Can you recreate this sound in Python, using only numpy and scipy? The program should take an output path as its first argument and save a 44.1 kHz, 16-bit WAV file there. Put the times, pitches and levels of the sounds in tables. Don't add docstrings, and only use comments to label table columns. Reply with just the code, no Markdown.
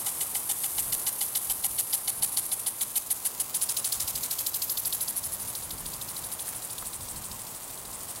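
import sys
import numpy as np
from scipy import signal
from scipy.fft import rfft, irfft, next_fast_len
from scipy.io import wavfile

SR = 44100
rng = np.random.default_rng(int(sys.argv[2]) if len(sys.argv) > 2 else 0)


def materialize(psi):
    bounded = np.clip(np.atleast_2d(psi).T, -1, 1)
    quanta = np.round(bounded * 32767).astype(np.int16)
    wavfile.write(sys.argv[1], SR, quanta)


N = 361619
TIME = np.arange(N) / SR

# first stroke t/s, period/s, number of strokes
ARM_RUNS = [(0.0665, .1433, 12), (1.786, .1467, 13), (3.616, .0774, 21), (5.246, .07672, 39)]
# t/s, slap level/dB, burst level/dB
STROKE_LEVELS = [(0, -51, -28), (.8, -42.5, -26.5), (1.65, -42.5, -24), (2.3, -39, -23.5), (2.6, -41, -26),
                 (3, -42, -22.5), (3.33, -52.5, -24.5), (3.8, -35.5, -27.5), (4.15, -41.5, -32),
                 (4.5, -39, -29.5), (4.95, -38.5, -26.3), (5.2, -58, -29.5), (5.75, -49.5, -36.5),
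                 (6.05, -47.5, -37), (6.38, -52.5, -33.5), (7.1, -50.5, -38), (7.65, -53.5, -43),
                 (8.2, -55, -38)]
# t/s, f/Hz
SLAP_PITCHES = [(0, 4300), (1.2, 4420), (3, 4040), (3.7, 4670), (5, 4840), (6.3, 4430), (8.2, 4640)]
# t/s, slap level/dB, f/Hz
SQUARE_HITS = [(1.355, -37.5, 4550), (1.932, -37, 4540), (4.468, -36.5, 4630), (4.776, -37.5, 4200),
               (4.929, -37, 4130), (5.082, -41.5, 4740), (5.241, -45.5, 5050), (5.554, -42.5, 4430),
               (5.71, -43.5, 4200), (5.861, -46.5, 3900), (5.938, -46.5, 4500), (6.017, -44, 4170),
               (6.168, -44, 4360), (6.397, -46, 3560), (6.784, -45.5, 3850)]
# t/s, level/dB added to even bursts and taken from odd ones
ARM_LIMP = [(6.9, 0), (7.1, 2.8), (7.5, 2.5), (7.7, -2.8)]
# t/s, knock level/dB, burst's head start on the slap/s, burst rise/s, burst length/s, burst fall/s
STROKE_SHAPE = [(0, -32.5, 0.0086, 0.0066, 0.038, .0046), (1.5, -32, 0.0053, .0085, 0.031, .005),
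                (2.4, -34.5, 0.0059, 0.011, 0.032, .0039), (3.4, -40, 0.0048, 0.0089, 0.028, 0.0074),
                (3.75, -47, 0.0049, 0.0087, .039, .006), (5.0, -72, .0071, 0.012, 0.036, .009),
                (5.6, -70, .012, 0.021, 0.047, .013), (8.2, -70, 0.0091, .017, 0.039, 0.0081)]
# t/s, jet level/dB, hiss centre f/Hz, hiss width/Hz,
# mist level/dB and splash level/dB (both compared with the hiss)
WATER_MIX = [(0, -34.5, 10440, 4200, -2, -6), (1.1, -34, 10900, 4000, -3.5, -6),
             (1.6, -35, 10860, 3740, -3.5, -9), (2.1, -36, 10500, 2900, -3.5, -8.5),
             (2.6, -36.5, 10360, 2980, -3, -7.5), (3.1, -39.5, 10700, 3440, 5, -10.5),
             (3.5, -39, 10250, 2375, 12, -10), (3.9, -37, 10040, 2200, 4, -3.5),
             (4.3, -37.5, 11900, 3620, 7.5, -0.5), (4.7, -37.5, 11900, 3020, 4.5, -11.5),
             (5.15, -38.5, 10540, 2500, 9, -14.5), (5.7, -39.5, 10150, 2970, 9, -12),
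             (6.4, -40.5, 10260, 2900, 9, -12), (7.2, -40.5, 9160, 2900, 10, -15),
             (8.2, -41.5, 9370, 3050, 5, -4)]
# f/Hz, relative level/dB
MIST_SPECTRUM = [(400, -34), (1500, -19), (2500, -13), (3800, -9.5), (5500, -7.5), (7500, -2), (10500, -2),
                 (13500, -1), (16000, -4)]
# f/Hz, relative level/dB
SPLASH_SPECTRUM = [(400, -16), (1500, -12), (2600, -9.5), (3600, -5), (5500, -5.5), (7500, 1), (10000, 1),
                   (13000, -37.5), (16000, -8.5)]
# f/Hz, relative level/dB
SIZZLE_SPECTRUM = [(9000, -30), (12000, -12), (13500, 2), (15000, 3), (16000, -7)]
# f/Hz, relative level/dB, time to fade by 60 dB/s
KNOCK_NOTES = [(800, -7, .1), (830, -4, .02), (1990, -15, .08), (2130, 3, .014), (2990, 1, .038),
               (3560, -2, .034), (4320, -9, .02)]
# f/Hz, relative level/dB
WASH_SPECTRUM = [(20, -17), (60, -2.5), (130, 0), (260, -1.5), (500, -1), (800, 1), (1050, 1.5), (1500, -6),
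                 (2400, -9.5), (5000, -12), (15000, -39)]
# t/s, level/dB
WASH_LEVELS = [(0, -46.5), (1.5, -48.5), (3.2, -49.5), (3.8, -47.5), (6.6, -48), (8.2, -48)]
# f/Hz, width/Hz, level/dB
DRONE_BANDS = [(111.6, 21, -62.5), (223.8, 18, -71), (1060, 100, -66.5)]
# t/s, level/dB, f/Hz
FAR_TAPS = [(5.446, -37, 640), (5.824, -41, 1680), (6.481, -38, 1750), (6.531, -36, 1540),
            (6.825, -32.5, 1210)]
# f/Hz, relative level/dB
WIND_SPECTRUM = [(15, -20), (45, -4), (100, -6.5), (180, -10.5), (350, -20.5), (1000, -52), (4000, -80)]
# peak t/s, level/dB, half length/s
WIND_GUSTS = [(.88, -48, 0.068), (1.62, -54.5, 0.14), (2.272, -58, 0.081), (4.1, -50, .11),
              (5.44, -51, 0.055), (5.8, -52, 0.091), (5.75, -53, 0.52), (7.153, -49.5, 0.31),
              (8.05, -54, .06)]

SLAP_SPREAD_DB, BURST_SPREAD_DB, PITCH_SPREAD_SHARE = 1.5, .6, .045
PASS_S, PASS_HALF_S, SIZZLE_DB = 4.55, 0.48, -7
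PUFF_BOOST_DB = 12.5
BREEZE_DB, BREEZE_DB_PER_S = -69, 1.0
TREBLE_LIMIT_HZ = 15850


def arm_strokes():
    s = np.concatenate([first + period * np.arange(count) for first, period, count in ARM_RUNS])
    force, pitch, spray = rng.standard_normal((len(s), 3)).T
    slap_db, burst_db = follow(STROKE_LEVELS, s)
    slap_db = slap_db + SLAP_SPREAD_DB * force
    slap_hz = follow(SLAP_PITCHES, s)[0] * (1 + PITCH_SPREAD_SHARE * pitch)
    for at, db, hz in SQUARE_HITS:
        nearest = np.argmin(np.abs(s - at))
        s[nearest], slap_db[nearest], slap_hz[nearest] = at, db, hz
    limp_db = follow(ARM_LIMP, s)[0] * np.cos(np.pi * np.arange(len(s)))
    return np.transpose([s, slap_db, slap_hz, burst_db + limp_db + BURST_SPREAD_DB * spray])


def spray_bursts(strokes):
    flow, t = np.zeros(N), np.arange(SR // 12) / SR
    for s, _, _, burst_db in strokes:
        _, lead, rise, length, fall = follow(STROKE_SHAPE, s)
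        shape = np.clip(t / rise, 0, 1) * np.clip((length - t) / fall + .5, 0, 1)
        add(flow, s - lead, amp(burst_db - 60 * t) * shape)
    *_, mist_db, splash_db = follow(WATER_MIX, TIME)
    hiss = nozzle_hiss(droplets(per_s=2400, spread_db=4.5, share=0.31))
    hiss *= amp(2.0 * waver(rate_hz=240))
    mist = colour(droplets(per_s=6900, spread_db=6.5, share=0.92), MIST_SPECTRUM)
    splash = colour(droplets(per_s=4000, spread_db=3.5, share=0.4), SPLASH_SPECTRUM)
    splash *= amp(2.4 * waver(rate_hz=250))
    sizzle = colour(droplets(per_s=5800, spread_db=3, share=.3), SIZZLE_SPECTRUM)
    sizzle_db = SIZZLE_DB - 10 * ((TIME - PASS_S) / PASS_HALF_S) ** 2 / np.log(10)
    burst_mist_db = (mist_db + splash_db) / 2 - 5.5
    return flow * blend((hiss, 0), (mist, burst_mist_db), (splash, splash_db), (sizzle, sizzle_db))


def spoon_slaps(strokes):
    out, t = np.zeros(N), np.arange(-SR // 100, SR // 50) / SR
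    low_cut = signal.butter(4, 2900, "highpass", fs=SR, output="sos")
    glide = np.exp(16 * np.clip(t, -.005, .005))
    smack_shape = np.exp(-np.abs((t + 0.00053) / 0.0041) ** 3.1)
    puff_shape = np.exp(-((t - .0015) / 0.0053) ** 2)
    for s, slap_db, slap_hz, _ in strokes:
        water, fizz = rng.standard_normal((2, len(t)))
        smack = resonate(water, slap_hz * glide, width_hz=2000)
        smack = unit(signal.sosfilt(low_cut, smack * smack_shape))
        puff = signal.sosfilt(low_cut, colour(fizz, MIST_SPECTRUM)) * puff_shape
        *_, mist_db, splash_db = follow(WATER_MIX, s)
        puff_db = (mist_db + splash_db) / 2 + PUFF_BOOST_DB
        add(out, s + t[0], amp(slap_db) * (smack + amp(puff_db) * puff))
    return out


def arm_knocks(strokes):
    out, t = np.zeros(N), np.arange(SR // 8) / SR
    hz, db, fade_s = np.transpose(KNOCK_NOTES)[:, :, None]
    attack = 1 - np.exp(-t / 0.00079)
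    for s, *_ in strokes:
        detune, force, phase = rng.standard_normal((3, len(KNOCK_NOTES), 1))
        notes = np.sin(2 * np.pi * (hz * (1 + 0.012 * detune) * t + phase))
        ring = amp(db + 1.3 * force - 60 * t / fade_s) * notes
        knock_db = follow(STROKE_SHAPE, s)[0]
        add(out, s + 0.001006, amp(knock_db) * ring.sum(0) * attack)
    return out


def free_jet():
    jet_db, _, _, mist_db, _ = follow(WATER_MIX, TIME)
    hiss = nozzle_hiss(droplets(per_s=1800, spread_db=3.9, share=.34))
    mist = colour(droplets(per_s=5000, spread_db=9.5, share=0.32), MIST_SPECTRUM)
    return amp(jet_db + 1.6 * waver(rate_hz=41)) * blend((hiss, 0), (mist, mist_db))


def nozzle_hiss(water):
    hz, s, spectra = signal.stft(water, SR, nperseg=256)
    _, centre_hz, width_hz, _, _ = follow(WATER_MIX, s)
    band = 1 / np.sqrt(1 + np.abs(2 * (hz[:, None] - centre_hz) / width_hz) ** 6.55)
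    band /= np.sqrt(np.mean(band ** 2, axis=0))
    return signal.istft(spectra * band, SR, nperseg=256)[1][:N]


def droplets(per_s, spread_db, share):
    rush, sign = rng.standard_normal((2, N))
    sizes = amp(spread_db * np.minimum(rng.exponential(1, N), 4.5))
    drops = np.sign(sign) * sizes * (rng.random(N) < per_s / SR)
    return np.sqrt(1 - share) * rush + np.sqrt(share) * unit(drops)


def yard_echo(x):
    t = np.arange(SR // 2) / SR
    decay = amp(-60 * t / .55)
    scatter = amp(-13.0) * unit(rng.standard_normal(len(t)) * decay)
    return signal.fftconvolve(x, scatter / np.sqrt(len(t)))[:N]


def neighbourhood():
    wash_db = follow(WASH_LEVELS, TIME)[0] + .5 * waver(rate_hz=1.8)
    out = amp(wash_db) * colour(rng.standard_normal(N), WASH_SPECTRUM)
    for hz, width_hz, db in DRONE_BANDS:
        out += amp(db) * resonate(rng.standard_normal(N), hz, width_hz)
    t = np.arange(SR // 12) / SR
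    for s, db, hz in FAR_TAPS:
        tap = resonate(rng.standard_normal(len(t)), hz, width_hz=0.62 * hz)
        add(out, s, amp(db - 60 * t / 0.025) * tap)
    return out


def wind():
    power = amp(BREEZE_DB + BREEZE_DB_PER_S * TIME) ** 2
    for s, db, half_s in WIND_GUSTS:
        power += amp(db) ** 2 * np.exp(-((TIME - s) / half_s) ** 2)
    flutter = amp(2.5 * waver(rate_hz=10))
    return np.sqrt(power) * flutter * colour(rng.standard_normal(N), WIND_SPECTRUM)


def amp(db):
    return 10 ** (np.asarray(db) / 20)


def unit(x):
    return x / np.sqrt(np.mean(x ** 2) + 1e-20)


def follow(rows, s):
    at, *columns = np.transpose(rows)
    return [np.interp(s, at, column) for column in columns]


def colour(x, spectrum):
    hz, db = np.transpose(spectrum)
    size = next_fast_len(len(x))
    f = np.fft.rfftfreq(size, 1 / SR)
    gain = amp(np.interp(np.log(f + 1), np.log(hz), db))
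    return unit(irfft(rfft(x, size) * gain, size)[:len(x)])


def resonate(x, hz, width_hz):
    turn = np.exp(2j * np.pi * np.cumsum(hz * np.ones(len(x))) / SR)
    r = np.exp(-np.pi * width_hz / SR)
    smoothed = signal.lfilter([1], [1, -2 * r, r * r], x / turn)
    return unit((turn * smoothed).real)


def waver(rate_hz):
    f = np.fft.rfftfreq(N, 1 / SR)
    return unit(irfft(rfft(rng.standard_normal(N)) / (1 + (f / rate_hz) ** 4), N))


def blend(*parts):
    return sum(amp(db) * x for x, db in parts) / np.sqrt(sum(amp(db) ** 2 for _, db in parts))


def add(mix, s, sound):
    part = mix[max(round(s * SR), 0):][:len(sound)]
    part += sound[:len(part)]


def scene():
    strokes = arm_strokes()
    ticks = spray_bursts(strokes) + spoon_slaps(strokes) + arm_knocks(strokes)
    return (ticks + yard_echo(ticks) + free_jet() + neighbourhood() + wind())[None]


def record(dry):
    high_cut = signal.firwin(801, TREBLE_LIMIT_HZ, window=("kaiser", 9), fs=SR)
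    return signal.oaconvolve(dry, high_cut[None], "same")


dry = scene()
out = record(dry)
materialize(out)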